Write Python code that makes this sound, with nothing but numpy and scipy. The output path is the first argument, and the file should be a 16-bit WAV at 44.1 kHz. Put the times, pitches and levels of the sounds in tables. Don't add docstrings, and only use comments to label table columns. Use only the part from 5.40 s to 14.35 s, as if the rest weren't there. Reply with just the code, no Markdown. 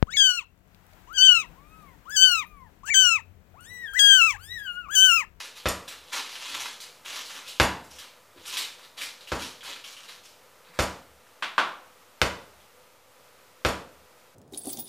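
import sys
import numpy as np
from scipy import signal
from scipy.fft import rfft, irfft
from scipy.io import wavfile
from scipy.ndimage import uniform_filter1d

SR = 44100
rng = np.random.default_rng(int(sys.argv[2]) if len(sys.argv) > 2 else 0)


def volts_from_db(level):
    exponent = np.asarray(level, float) / 20
    return 10 ** exponent


def transcribe(signal):
    frames = np.atleast_2d(signal).T
    limited = np.clip(frames, -1, 1)
    pcm = np.round(limited * 32767).astype(np.int16)
    wavfile.write(sys.argv[1], SR, pcm)


N = 394694


def throws():
    # start_s, direct_crack_db, echo_body_db, echo_treble_db, echo_air_db
    blows = [
        (0.256, -39, -18.5, -17, -23.5),
        (2.199, 4, -13, -10.5, -12.5),
        (3.918, -16, -22.5, -25, -23),
        (5.389, -23, -16, -16, -14.5),
        (6.816, 4.5, -18, -15, -15),
        (8.249, -3, -17, -16.5, -21),
    ]
    # pitch_hz, level_db, t60_s
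    cabinet = [(49.4, -6, 0.17), (73.6, 4, 0.33), (82.5, -1.5, 0.32), (100.2, -5.5, 0.48), (188.3, 2, 0.4),
               (255.3, 0, 0.43), (295, -3, 0.49), (329.4, 6.5, 0.29), (384.6, 5.5, 0.32)]
    # pitch_hz, level_db, t60_s
    worktop = [(456.5, -9.5, 0.29), (523.4, -5, 0.32), (551, -9, 0.34), (588.3, 1.5, 0.2),
               (630, -9.5, 0.43), (675, 5, 0.04), (807, -9, 0.38), (982, -2.5, 0.38), (1130, -17, 0.037),
               (1182, -1, 0.31), (1316, -7.5, 0.48), (1694, -8, 0.16)]
    rebound_s, rebound_length_s, rebound_hz, rebound_db = 0.25, 0.18, 71.7, -44.5
    direct, feed, thump, wood = np.zeros((4, N))
    pulse = crack(width_ms=0.085)
    t = np.arange(at(rebound_length_s)) / SR
    swing = np.sin(2 * np.pi * rebound_hz * t) * np.sin(np.pi * t / t[-1])
    all_lumps = rng.random((len(blows), 3, 2))
    for (s, crack_db, body_db, treble_db, air_db), lumps in zip(blows, all_lumps):
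        thump_db = body_db - 14
        add(direct, s + rebound_s, volts_from_db(body_db + rebound_db) * swing)
        add(direct, s, -volts_from_db(crack_db - 34) * pulse)
        add(direct, s + 0.00028, volts_from_db(crack_db - 7) * pulse)
        add(direct, s + 0.00162, volts_from_db(crack_db - 11) * pulse)
        sound = colour([(60, thump_db + 40), (180, thump_db + 44.5), (330, thump_db + 43),
                        (570, body_db + 38.5), (900, body_db + 38.5), (1300, body_db + 40),
                        (2200, treble_db + 31), (3500, treble_db + 25),
                        (6500, air_db + 17), (11000, air_db + 8), (16000, air_db + 6)])
        late_lumps = sum((size - 0.5) * 0.5 * np.roll(sound, at(0.002 * when)) for when, size in lumps)
        add(feed, s, sound + late_lumps)
        add(thump, s, volts_from_db(thump_db - 38.5) * np.hanning(at(0.0033)))
        add(wood, s + 0.0012, volts_from_db(body_db - 29) * np.hanning(at(0.00037)))
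    return direct + ring(thump, cabinet) + ring(wood, worktop), feed


def crack(width_ms):
    t = np.arange(-4, 8, 1000 / SR / width_ms)
    pulse = t * np.exp(-np.abs(t) * np.where(t < 0, 1.6, 1.7))
    sag = np.hanning(len(t))
    pulse = pulse - pulse.sum() * sag / sag.sum()
    return pulse / np.abs(pulse).max()


def pats():
    # start_s, direct_crack_db, palm_hollow_db, finger_slap_db, dough_thud_db
    slaps = [
        (6.024, -20.5, -21, -27, -41.5),
        (6.18, -9, -9, -22.5, -29),
    ]
    direct, feed = np.zeros((2, N))
    for s, crack_db, palm_db, finger_db, thud_db in slaps:
        air_db = finger_db - 5.5
        sound = colour([(90, thud_db + 12), (220, thud_db + 33.5), (450, thud_db + 38.5),
                        (700, palm_db + 28.5), (1050, palm_db + 37), (1450, palm_db + 36.5),
                        (1950, finger_db + 38.5), (2600, finger_db + 37), (3500, finger_db + 35),
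                        (4900, air_db + 29), (7000, air_db + 22.5), (15000, air_db + 7.5)])
        add(direct, s, -volts_from_db(crack_db - 3) * sound / np.abs(sound).max())
        add(feed, s, sound)
    return direct, feed


def cups():
    # start_s, clatter_db, low_ring_db, high_ring_db
    landings = [(.272, -21, -40.5, -52), (0.286, -10, -37.5, -38.5), (2.215, -28, -48, -40),
                (2.229, -13.5, -39, -39), (3.951, -30, -69, -53), (5.406, -20, -41, -45),
                (5.422, -17, -50, -38.5), (6.83, -36, -52, -50), (6.862, -37, -54, -51),
                (8.262, -16.5, -41, -46), (8.286, -18, -49, -46)]
    # pitch_hz, level_db, t60_s
    crockery = [(3500, 2, 0.091), (5350, -3, 0.16), (5760, 0, 0.063), (6970, 1, 0.13), (8580, -4.5, 0.14),
                (11280, -0.5, 0.11), (11980, -11, 0.15)]
    twin_spread, twin_db = 0.0118, -1
    clatter, rings = np.zeros((2, N))
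    strike = np.eye(1, at(0.5))[0]
    all_luck = rng.standard_normal((len(landings), len(crockery)))
    for (s, clatter_db, low_db, high_db), luck in zip(landings, all_luck):
        add(clatter, s, volts_from_db(clatter_db) * crack(width_ms=0.031))
        modes = []
        for (hz, db, t60), r in zip(crockery, luck):
            ring_db = low_db if hz < 6000 else high_db
            modes.append((hz * (1 + 0.0023 * r), db + 3 * r + ring_db, t60))
        twins = [(hz * (1 + twin_spread * r), db + twin_db, t60)
                 for (hz, db, t60), r in zip(modes, luck[::-1])]
        add(rings, s, ring(strike, modes + twins))
    return volts_from_db(-16) * clatter + rings, clatter + volts_from_db(-8) * rings


def touches():
    # start_s, peak_db, pitch_hz, fizz_db
    bag_snaps = [(0.4798, -27.5, 3600, -39), (0.729, -33, 3120, -37), (1.0898, -29, 4240, -44.5),
                 (1.403, -29, 4100, -40.5), (1.6526, -38, 2950, -50), (1.858, -33, 4400, -43),
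                 (2.0787, -32, 4420, -40.5), (2.4396, -44.5, 1620, -52), (2.5227, -42, 5950, -61),
                 (2.5857, -31.5, 3260, -42.5), (2.977, -52, 1810, -66), (3.055, -30, 3570, -47),
                 (3.1704, -15.5, 3500, -29), (3.4491, -44, 3760, -66), (3.582, -34.5, 3080, -46),
                 (3.6142, -23.5, 2290, -34.5), (3.8092, -34.5, 3900, -61), (3.8735, -33, 2940, -49.5),
                 (4.2086, -33.5, 3300, -60), (4.2302, -34.5, 1520, -45), (4.4416, -30, 3220, -52),
                 (4.567, -34.5, 3000, -51), (4.682, -38, 3550, -49), (5.2505, -47, 3600, -73),
                 (5.3403, -55, 1700, -54), (5.8666, -50, 1710, -66), (7.2025, -47, 3380, -64)]
    # start_s, peak_db, pitch_hz
    presses = [(0.732, -48, 264), (1.1, -48, 272), (1.13, -49, 120), (1.655, -46, 340), (1.739, -60, 162),
               (2.512, -59, 270), (2.96, -35, 333), (2.97, -50.5, 90), (3.198, -57, 307), (3.598, -49, 231),
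               (4.019, -32, 246), (4.099, -45, 357), (4.289, -41, 334), (5.289, -49, 178)]
    snaps, knocks = np.zeros((2, N))
    t = np.arange(at(0.12)) / SR
    noises = rng.standard_normal((len(bag_snaps), len(t)))
    for (s, db, hz, fizz_db), noise in zip(bag_snaps, noises):
        fizz = band(noise, 2400, 10700, order=1) * np.exp(-t / 0.021)
        add(snaps, s, volts_from_db(db + 1) * np.sin(2 * np.pi * hz * t) * np.exp(-t * hz / 1.9))
        add(snaps, s, volts_from_db(fizz_db - 2) * fizz)
    for s, db, hz in presses:
        swing = np.sin(2 * np.pi * hz * t) * np.exp(-t * hz / 3)
        add(knocks, s, volts_from_db(db - 11.5) * swing * np.tanh(t * hz))
    return band(snaps, 840, 18000), knocks


def bag(creases_per_s=5000, spread_db=2.5, patchy_db=1.3):
    # centre_hz, level_db
    ranges = [(200, -33.5), (300, -24), (430, -23), (600, -15.5), (820, -10.5), (1150, -2.5), (1550, -5),
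              (2050, 0.5), (2600, -3.5), (3250, 0), (4100, -3), (5200, 0.5), (6500, -0.5), (8000, -3.5),
              (9800, 1.5), (12000, -4.5), (14200, -14)]
    out = np.zeros(N)
    size = volts_from_db(np.minimum(spread_db * rng.exponential(size=N), 11))
    clicks = (rng.random(N) < creases_per_s / SR) * size * rng.standard_normal(N)
    gain = handling()
    flutter = walk(per_s=90)
    for k, (hz, db) in enumerate(ranges):
        kind = np.searchsorted([2300, 4700, 8900], hz)
        crinkle = (-1) ** k * unit(band(clicks, hz / 1.212, hz * 1.242))
        level_db = db - 3 + patchy_db * (walk(per_s=40) + flutter)
        out += crinkle * gain[kind] * volts_from_db(level_db)
    return out


def handling():
    # start_s, hold_s, crinkle_db, big_folds_db, fine_creases_db (last two relative)
    grips = [(-.03, 0.018, -36.5, -4, -3), (0.142, 0.053, -46, -8, -5), (0.47, 0.035, -44.5, -1.5, -5.5),
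             (0.717, 0.05, -32, -3, -5.5), (1.401, 0.036, -46.5, -6, -2.5), (1.645, 0.13, -36.5, -5, -4),
             (1.889, 0.059, -40.5, -2.5, -2.5), (2.048, 0.043, -41, -9, -5.5),
             (2.498, 0.06, -51.5, -9, 0.5), (2.58, 0.047, -47, -3, -7), (2.96, .01, -55.5, 0.5, -16),
             (3.056, 0.086, -44, -8, 4), (3.376, 0.052, -52.5, -3, -3.5), (3.566, 0.064, -38, -4.5, -4.5),
             (3.8, .02, -55.5, -4, -2), (3.87, .03, -44, -7, -7), (4.208, .01, -54, -15, -10),
             (4.23, 0.086, -40, -3.5, -6.5), (4.43, 0.075, -46, -8, -2.5), (4.57, 0.073, -51, -2.5, -2),
             (4.676, 0.041, -47.5, -3.5, -4.5), (4.825, 0.023, -51.5, -11, -1),
             (5.255, 0.023, -59.5, 3, -9), (5.328, .03, -56.5, 5, -14)]
    # loudest_s, swell_s, crinkle_db, big_folds_db, fine_creases_db
    pulls = [
        (1.054, 0.42, -41, -6.5, -5),
        (1.259, 0.31, -35.5, -3.5, -3.5),
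        (3.202, 0.16, -32.5, -7, -5),
        (4.04, 0.1, -36.5, -5, -3),
    ]
    attack_s, settle_db_per_s, swell_db = 0.015, 157, 17
    hiss_db = -5
    t, gain = np.arange(N) / SR, np.zeros((4, N))
    shapes = []
    for s, hold, *levels in grips:
        rise = np.clip((t - s) / attack_s, 0, 1)
        settle = volts_from_db(-settle_db_per_s * np.maximum(t - s - attack_s - hold, 0))
        shapes.append((rise * settle, levels))
    for s, swell, *levels in pulls:
        rise_db = -swell_db * ((t - s) / swell) ** 2
        shapes.append((volts_from_db(np.where(t < s, rise_db, -settle_db_per_s * (t - s))), levels))
    for shape, (crinkle_db, folds_db, fine_db) in shapes:
        relative_db = np.array([[folds_db], [0], [fine_db], [fine_db + hiss_db]])
        gain += (shape * volts_from_db(crinkle_db + relative_db)) ** 2
    return np.sqrt(gain)


def fan():
    # pitch_hz, level_db (per Hz)
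    air_curve = [(18, -45), (30, -27), (87, -14.5), (241, -12.5), (321, -13.5), (474, -7.5), (737, -11),
                 (885, -8.5), (1060, -12), (1210, -7.5), (1650, -13.5), (1980, -13), (3700, -17.5),
                 (11900, -23.5), (15100, -29)]
    # pitch_hz, width_hz, level_db
    duct = [(504, 16, -66.5), (604, 27, -72), (98.5, 13, -79)]
    # pitch_hz, level_db
    lines = [(1001, -74), (1200, -84), (2525, -84), (10034, -92), (12258, -97), (12290, -79)]
    air_db, waver_db = -57, 0.6
    hz, db = np.transpose(air_curve[:-1])
    f = np.fft.rfftfreq(N, 1 / SR)
    tilt = volts_from_db(np.interp(np.log(f + 1), np.log(hz), db))
    air = unit(irfft(rfft(rng.standard_normal(N)) * tilt, N))
    slow = uniform_filter1d(rng.standard_normal(N), size=4000)
    waver = unit(uniform_filter1d(slow, size=4000))
    out = volts_from_db(air_db + waver_db * waver) * air
    for hz, width, db in duct:
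        out += volts_from_db(db) * unit(band(rng.standard_normal(N), hz - width / 2, hz + width / 2, order=1))
    for hz, db in lines:
        out += volts_from_db(db + 3) * np.sin(2 * np.pi * hz * np.arange(N) / SR)
    return out


def room(first_ms=0.67, dense_ms=25, early_db=4, early_ms=12):
    # centre_hz, t60_s, level_db
    octaves = [(60, 0.46, -13.5), (151, 0.61, 9), (300, 0.46, 9), (600, 0.33, -13), (1160, 0.4, -2.5),
               (2610, 0.39, 3), (4950, 0.42, 5), (9700, 0.25, 5.5)]
    t = np.arange(at(1)) / SR
    crowd = np.clip(0.13 + (t * 1000 / dense_ms) ** 2 * 0.2, 0, 1)
    echoes = np.tanh(rng.standard_normal(len(t))) * (rng.random(len(t)) < crowd) / np.sqrt(crowd)
    echoes = echoes * (t > first_ms / 1000)
    echoes = echoes * volts_from_db(early_db * np.exp(-t * 1000 / early_ms))
    tail = np.zeros(len(t))
    for hz, t60, db in octaves:
        tail += volts_from_db(db) * band(echoes * 1000 ** (-t / t60), hz / 1.99, hz * 1.81, order=1)
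    return tail / np.sqrt(np.sum(tail ** 2))


def at(s):
    return int(s * SR)


def unit(x):
    return x / np.sqrt(np.mean(x ** 2))


def add(out, s, sound):
    i = at(s)
    out[i:i + len(sound)] += sound[:len(out) - i]


def band(x, lo_hz, hi_hz, order=2):
    sos = signal.butter(order, [lo_hz, min(hi_hz, 20000)], "bandpass", fs=SR, output="sos")
    return signal.sosfilt(sos, x)


def ring(x, modes):
    t = np.arange(at(1)) / SR
    answer = sum(volts_from_db(db) * np.sin(2 * np.pi * hz * t) * 1000 ** (-t / t60) for hz, db, t60 in modes)
    return signal.fftconvolve(x, answer)[:len(x)]


def colour(points):
    hz, db = np.transpose(points)
    gain = volts_from_db(np.interp(np.log(np.fft.rfftfreq(4096, 1 / SR) + 1), np.log(hz), db))
    fold = irfft(np.log(gain)) * np.r_[1, 2 * np.ones(2047), 1, np.zeros(2047)]
    return irfft(np.exp(rfft(fold)))[:2048]


def walk(per_s):
    k = SR // per_s
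    steps = np.repeat(rng.standard_normal(N // k + 1), k)
    return unit(uniform_filter1d(steps, size=k)[:N])


def scene():
    hit, hit_feed = throws()
    pat, pat_feed = pats()
    cup, cup_feed = cups()
    snaps, knocks = touches()
    sheet = bag()
    place = np.pi / 4 * (1 + np.tanh(walk(per_s=6)))
    rustle = volts_from_db(5.5) * snaps + volts_from_db(0.5) * knocks + volts_from_db(-5) * sheet
    feeds = hit_feed + cup_feed, pat_feed, rustle * np.cos(place), rustle * np.sin(place)
    echo = sum(signal.fftconvolve(feed, room())[:N] for feed in feeds)
    direct = hit + pat + cup + snaps + volts_from_db(3.5) * knocks + volts_from_db(-3) * sheet
    mono = direct + echo + fan()
    return np.array([mono, mono])


def roll_off(x):
    return signal.sosfilt(signal.butter(12, 16360, fs=SR, output="sos"), x)


def record(dry):
    late = np.roll(dry[0], at(0.003))
    side = volts_from_db(-32) * band(late, 40, 3200, order=1)
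    side += volts_from_db(-28.5) * band(late, 2300, 12000, order=1)
    side += volts_from_db(-23.5) * band(late, 8800, 16000, order=1)
    bass_cut = signal.butter(8, 39, "highpass", fs=SR, output="sos")
    top_cut = signal.ellip(6, 0.1, 25, 15000, fs=SR, output="sos")
    both = signal.sosfilt(bass_cut, dry + np.array([side, -side]))
    both = signal.sosfiltfilt(top_cut, both)
    return roll_off(both - 0.0005)


dry = scene()
out = record(dry)
transcribe(out)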